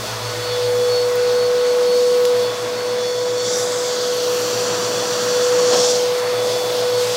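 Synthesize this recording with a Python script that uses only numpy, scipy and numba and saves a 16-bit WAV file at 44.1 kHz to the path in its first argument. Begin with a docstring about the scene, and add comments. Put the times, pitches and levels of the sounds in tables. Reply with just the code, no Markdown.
"""An upright vacuum cleaner is pushed over carpet, heard from a phone carried by the person steering it.
From the start air roars through the body, the motor shaft hums, its fan whines
and the brush roll beats against the mains hum. Grit ticks inside near 1 s and 2 s; a short rumble passes.
Midway the phone swings round and a sharper air hiss comes forward, peaking near 5.8 s and then fading."""
import sys
import numpy as np
from scipy import signal
from scipy.fft import rfft, irfft, next_fast_len
from scipy.io import wavfile
from scipy.ndimage import uniform_filter1d
from numba import njit

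SR = 44100
rng = np.random.default_rng(int(sys.argv[2]) if len(sys.argv) > 2 else 0)


def dump_mix(stems):
    """Bounce the given channels to the path in sys.argv[1] as a 16-bit WAV at rate SR."""
    frames = np.atleast_2d(stems).T  # one column per channel
    limited = np.clip(frames, -1, 1)  # hard clip at full scale
    pcm = np.round(limited * 32767).astype(np.int16)
    wavfile.write(sys.argv[1], SR, pcm)


N = 315756
TIME = np.arange(N) / SR
MAINS_HZ, TOP_HZ = 60, 15750


def undb(db):
    return 10 ** (np.asarray(db) / 20)


def unit(x):
    """Scale to rms 1."""
    return x / np.sqrt(np.mean(x ** 2))


def curves(table):
    """Table columns, interpolated linearly in time."""
    time_s, *columns = np.transpose(table)
    return [np.interp(TIME, time_s, column) for column in columns]


def drift(rate_hz):
    """Smooth random drift, spread near 1."""
    hold = max(int(SR / rate_hz), 2)
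    steps = np.repeat(rng.standard_normal(N // hold + 2), hold)
    steps = steps[rng.integers(hold):][:N]
    return 1.47 * uniform_filter1d(uniform_filter1d(steps, hold), hold)


@njit
def bandpass(x, centre_hz, width_hz):
    """State-variable band-pass, unity gain at its moving centre."""
    y, band, low = np.empty(len(x)), 0., 0.
    for i in range(len(x)):
        g, damping = np.tan(np.pi * centre_hz[i] / SR), width_hz / centre_hz[i]
        v = (band + g * (x[i] - low)) / (1 + g * (g + damping))
        band, low, y[i] = 2 * v - band, low + 2 * g * v, damping * v
    return y


def resonate(x, centre_hz, width_hz):
    """Steep-skirted resonance, equally wide at any centre."""
    centre_hz = np.minimum(centre_hz * np.ones(N), .44 * SR)
    angle = 2 * np.pi * centre_hz.mean() / SR
    warped_hz = float(width_hz * angle / np.sin(angle))
    return bandpass(bandpass(x, centre_hz, warped_hz), centre_hz, warped_hz)


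def noise_band(centre_hz, width_hz):
    return resonate(rng.standard_normal(N), centre_hz, width_hz)


def turbulence(colour, flicker_db, flicker_hz, ripple_db=1.1):
    """Coloured air noise, rippled by room reflections; each octave flickers on its own."""
    size = next_fast_len(N)
    bin_hz = np.maximum(np.fft.rfftfreq(size, 1 / SR), 1)
    freq_hz, density_db = np.transpose(colour)
    colour_db = np.interp(np.log(bin_hz), np.log(freq_hz), density_db)
    knots_hz = np.arange(0, SR / 2, 20)
    room_db = ripple_db * np.interp(bin_hz, knots_hz, rng.standard_normal(len(knots_hz)))
    spectrum = rfft(rng.standard_normal(size)) * undb(colour_db + room_db)
    octave = np.clip(np.log2(bin_hz / 60), 0, 8)
    bands = (irfft(spectrum * np.maximum(1 - abs(octave - k), 0), size)[:N] for k in range(9))
    return unit(sum(band * undb(flicker_db * drift(flicker_hz)) for band in bands))


def tone(cycles, scatter, fade_hz):
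    """Sine of rms 1; its reflections add and cancel as the machine moves."""
    paths = 1 + scatter * (drift(fade_hz) + 1j * drift(fade_hz))
    return unit(np.imag(paths * np.exp(2j * np.pi * cycles)))


# Grit impacts: start_s, level_db, centre_hz, width_hz, t60_s
GRIT_HITS = [(1.156, -26, 14300, 3500, .013), (2.252, -16, 4200, 5000, .016),
             (2.252, -24, 12000, 6000, .007), (2.255, -26, 10800, 2500, .01)]

def grit(dust_per_s=150):
    """Hard crumbs click in the plastic duct over a faint patter of dust."""
    clicks = 0
    for start_s, level_db, centre_hz, width_hz, t60_s in GRIT_HITS:
        decay = (TIME >= start_s) * undb(-60 * np.maximum(TIME - start_s, 0) / t60_s)
        clicks += undb(level_db) * decay * unit(noise_band(centre_hz, width_hz))
    dust = (rng.random(N) < dust_per_s / SR) * rng.standard_normal(N)
    return clicks + undb(-57) * unit(resonate(dust, centre_hz=4000, width_hz=7000))


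# Air surges: peak_s, level_db, centre_hz, width_hz, half_length_s
AIR_SURGES = [(2.15, -42, 240, 200, 1), (3.6, -38, 10000, 5000, 0.08), (3.56, -27.5, 5800, 1100, 0.07),
              (4.012, -31, 4300, 1400, 0.11), (4.16, -44, 12000, 2500, .04), (4.38, -42, 13400, 2400, .16),
              (4.557, -35.5, 4600, 550, .12), (5.0, -37, 4720, 400, .25), (2.28, -37, 5000, 6000, .035),
              (5.9, -42, 9000, 6000, .04), (5.83, -36, 8000, 2500, 0.098), (5.743, -21.5, 640, 740, 0.026),
              (5.74, -26, 3600, 3000, .02), (5.762, -31.5, 195, 170, 0.056),
              (5.86, -24.5, 5350, 1300, 0.087), (6.546, -33, 630, 180, 0.1)]

def surges():
    """Swells of rushing air and rumble, each in its own band."""
    sound = 0
    for peak_s, level_db, centre_hz, width_hz, half_length_s in AIR_SURGES:
        swell = np.exp(-((TIME - peak_s) / half_length_s) ** 2)
        sound += undb(level_db) * swell * unit(noise_band(centre_hz, width_hz))
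    return sound


# Brush contact with the carpet: time_s, level_db
BRUSH_CONTACT = [(0, -32.5), (.32, -30.5), (.95, -35), (1.2, -42), (1.5, -40), (1.62, -53), (2.27, -49),
                 (2.41, -37), (2.56, -42), (3.0, -44), (3.52, -37), (3.9, -46.5), (4.6, -39), (6.22, -44),
                 (6.38, -37.5), (7.16, -38.5)]
# Brush overtones: beat_multiple, level_db
BRUSH_OVERTONES = [(2, -51), (3, -47.5)]

def brush_roll(turns, beats_per_turn=.229):
    """Bristle rows slap the carpet a little slower than the mains buzz, so the two throb."""
    beats = beats_per_turn * turns
    slap = tone(beats, scatter=.21, fade_hz=11)
    buzz = tone(2 * MAINS_HZ * TIME, scatter=.088, fade_hz=2.77)
    contact = undb(curves(BRUSH_CONTACT)[0] - 3.5)  # pressed down, the nozzle radiates both more
    overtones = sum(undb(level_db) * tone(multiple * beats, scatter=.7, fade_hz=8)
                    for multiple, level_db in BRUSH_OVERTONES)
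    return contact * (slap + .4 * buzz) + undb(-58) * buzz + overtones


# Air jet: time_s, level_db, shift_octaves
JET_PATH = [(2.8, -45, -.1), (3.0, -35.5, -.12), (3.36, -34.5, 0), (3.47, -26, 0.00012), (3.7, -29.5, .13),
            (3.85, -28.5, .1), (4.0, -30, -.08), (4.2, -33.5, -0.072), (4.5, -29.5, .02),
            (5.55, -27.5, -0.016), (5.79, -21, -0.073), (5.91, -22, 0.012), (6.1, -36, -0.27),
            (6.25, -60, -.2)]
# Jet resonances: centre_hz, width_hz, gain_db
JET_MODES = [(3520, 560, -3.5), (4590, 750, -2), (5760, 1300, -1), (6980, 1400, -3.5), (8700, 1200, -18)]

def jet_hiss():
    """An air jet; its resonances slide as its angle to the microphone changes."""
    level_db, shift_octaves = curves(JET_PATH)
    jet = sum(undb(gain_db) * noise_band(centre_hz * 2 ** shift_octaves, width_hz)
              for centre_hz, width_hz, gain_db in JET_MODES)
    flutter_db = .6 * drift(rate_hz=60)
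    return unit(jet) * undb(level_db + flutter_db)


# Airflow, relative levels: time_s, body_db, duct_db, exhaust_db
AIR_LEVELS = [(0, -35.5, -34, -44), (.7, -36.5, -34.5, -45), (1.8, -36, -35, -45.5),
              (2.05, -37.5, -37, -44.5), (2.8, -34.5, -34, -47), (3.2, -36, -38.5, -48.5),
              (3.6, -32.5, -35, -47), (3.9, -33, -36, -46), (4.25, -31.5, -36, -42.5),
              (4.7, -28.5, -32.5, -43), (5.5, -30.5, -32, -43), (5.76, -27.5, -30.5, -42.5),
              (6.03, -32, -38, -42), (6.27, -33, -30.5, -45), (6.48, -30, -36, -42.5),
              (7.16, -33.5, -34.5, -41)]
# Air spectra: freq_hz, density_db
BODY_COLOUR = [(25, -43), (70, -28.5), (130, -14), (175, -6.5), (250, -9.5), (340, -4.5), (450, -1.5),
               (550, 0), (630, 3), (800, -3), (1100, -9), (2500, -43)]
DUCT_COLOUR = [(300, -30.5), (700, -10), (1000, 0.5), (1300, -1), (1850, -4.5), (2600, -9), (6000, -41)]
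EXHAUST_COLOUR = [(500, -21), (1500, -4), (2100, 6.5), (2700, 9.5), (3500, 14), (4800, 14.5), (6000, 11),
                  (7500, 7), (9000, 3), (11000, -1), (13000, -2), (15700, -3)]

def airflow():
    """Air roars in the body, blows through the duct and rushes from the exhaust."""
    body_db, duct_db, exhaust_db = curves(AIR_LEVELS)
    body = undb(body_db + 2.5) * turbulence(BODY_COLOUR, flicker_db=.45, flicker_hz=18)
    duct = undb(duct_db + 1.5) * turbulence(DUCT_COLOUR, flicker_db=.9, flicker_hz=22)
    exhaust = undb(exhaust_db + 14) * turbulence(EXHAUST_COLOUR, flicker_db=1, flicker_hz=18)
    return body + duct + exhaust


# Reflection off the arm: time_s, gain, delay_ms
ARM_ECHO = [(2.7, 0, .45), (3.55, .28, .5), (3.8, .25, .53), (4.3, .38, .64), (5.4, .34, .625),
            (6.1, 0, .62)]

def arm_reflection(air, cutoff_hz=4300):
    """A dull echo off the arm by the microphone cuts a notch that slides as the gap changes."""
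    gain, delay_ms = curves(ARM_ECHO)
    dull = signal.sosfilt(signal.butter(2, cutoff_hz, fs=SR, output="sos"), air)
    return air + gain * np.interp(TIME - delay_ms / 1000, TIME, dull)


# Whine as the fan turns to and from the microphone: time_s, low_tone_db, high_tone_db
WHINE_LEVELS = [(0, -46, -38.5), (.4, -38, -35.5), (.72, -41, -36), (.97, -43, -31.5), (1.15, -48, -39),
                (1.42, -47, -35), (1.7, -44, -38.5), (2.25, -45, -38), (2.55, -41, -39),
                (3.35, -41.5, -35.5), (3.75, -44, -41.5), (4.6, -42, -43), (5.4, -39, -40), (6.0, -50, -45),
                (6.22, -39, -38), (6.6, -38, -36.5), (6.97, -40, -36), (7.16, -46, -40)]

def fan_whine(turns, swell_db=2, crest_s=.92, period_s=.478):
    """Two fluttering blade tones; the upper crests as the machine crosses standing waves."""
    low_db, high_db = curves(WHINE_LEVELS)
    swell = np.cos(2 * np.pi * (TIME - crest_s) / period_s)
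    high = undb(high_db + swell_db * swell) * tone(9 * turns, scatter=.6, fade_hz=16)
    low = undb(low_db) * tone(7 * turns, scatter=.6, fade_hz=16)
    return high + low


# Shaft hum through the room's standing waves: time_s, level_db
HUM_LEVEL = [(0, -38), (.27, -30.5), (.53, -21), (.78, -17), (1.3, -16.5), (2.25, -14), (2.4, -16),
             (2.57, -24.5), (3.1, -20.5), (3.9, -22), (4.35, -20.5), (5.14, -24.5), (5.33, -18.5),
             (5.62, -14.8), (6.6, -21.7), (6.98, -17.5), (7.16, -22.5)]
# Weak motor partials: shaft_multiple, level_db
MOTOR_PARTIALS = [(.876, -44.5), (1.228, -43.5), (1.765, -49), (2.245, -44.5), (2.6, -48), (3, -45),
                  (12, -53), (18, -58), (24, -64)]
# Lesser tones at the microphone: time_s, partials_gain_db, octave_db, mains_db
LESSER_TONES = [(0, 2, -50, -53), (1.8, 3, -49, -58), (2.6, -0.5, -43.5, -61), (4.2, -1.5, -44.5, -70),
                (5.0, -2.5, -43, -65), (6.2, -1, -41, -64), (6.9, 1, -43, -63)]

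def motor(turns):
    """The unbalanced shaft hums and its fan whines; weak partials waver over mains hum."""
    partials_gain_db, octave_db, mains_db = curves(LESSER_TONES)
    hum = undb(curves(HUM_LEVEL)[0]) * tone(turns, scatter=.0226, fade_hz=26)
    room_echo = undb(-40.5) * drift(rate_hz=12) * np.sin(2 * np.pi * turns)
    octave = undb(octave_db) * tone(2 * turns, scatter=.83, fade_hz=6)
    partials = sum(undb(level_db) * tone(multiple * turns, scatter=.35, fade_hz=9.7)
                   for multiple, level_db in MOTOR_PARTIALS)
    mains = undb(mains_db) * tone(MAINS_HZ * TIME, scatter=.15, fade_hz=2)
    return hum + room_echo + octave + fan_whine(turns) + undb(partials_gain_db) * partials + mains


# Motor shaft: time_s, speed_hz
SHAFT_SPEED = [(0, 490.9), (2.5, 491.1), (3.1, 492.5), (3.8, 493.0), (4.3, 491.9), (5.1, 491.6),
               (5.5, 493.0), (6.2, 492.6), (6.4, 494.0), (7.16, 492.5)]

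def scene():
    """One shaft drives motor tones and brush, amid air and grit; both channels alike."""
    speed_hz = curves(SHAFT_SPEED)[0] + .19 * drift(rate_hz=12)
    turns = np.cumsum(speed_hz) / SR
    sound = motor(turns) + brush_roll(turns) + arm_reflection(airflow() + jet_hiss()) + grit() + surges()
    return np.array([sound, sound])


def record(dry):
    """Steep low-pass at TOP_HZ."""
    return signal.sosfilt(signal.ellip(12, .1, 80, TOP_HZ, fs=SR, output="sos"), dry)


dry = scene()
out = record(dry)
dump_mix(out)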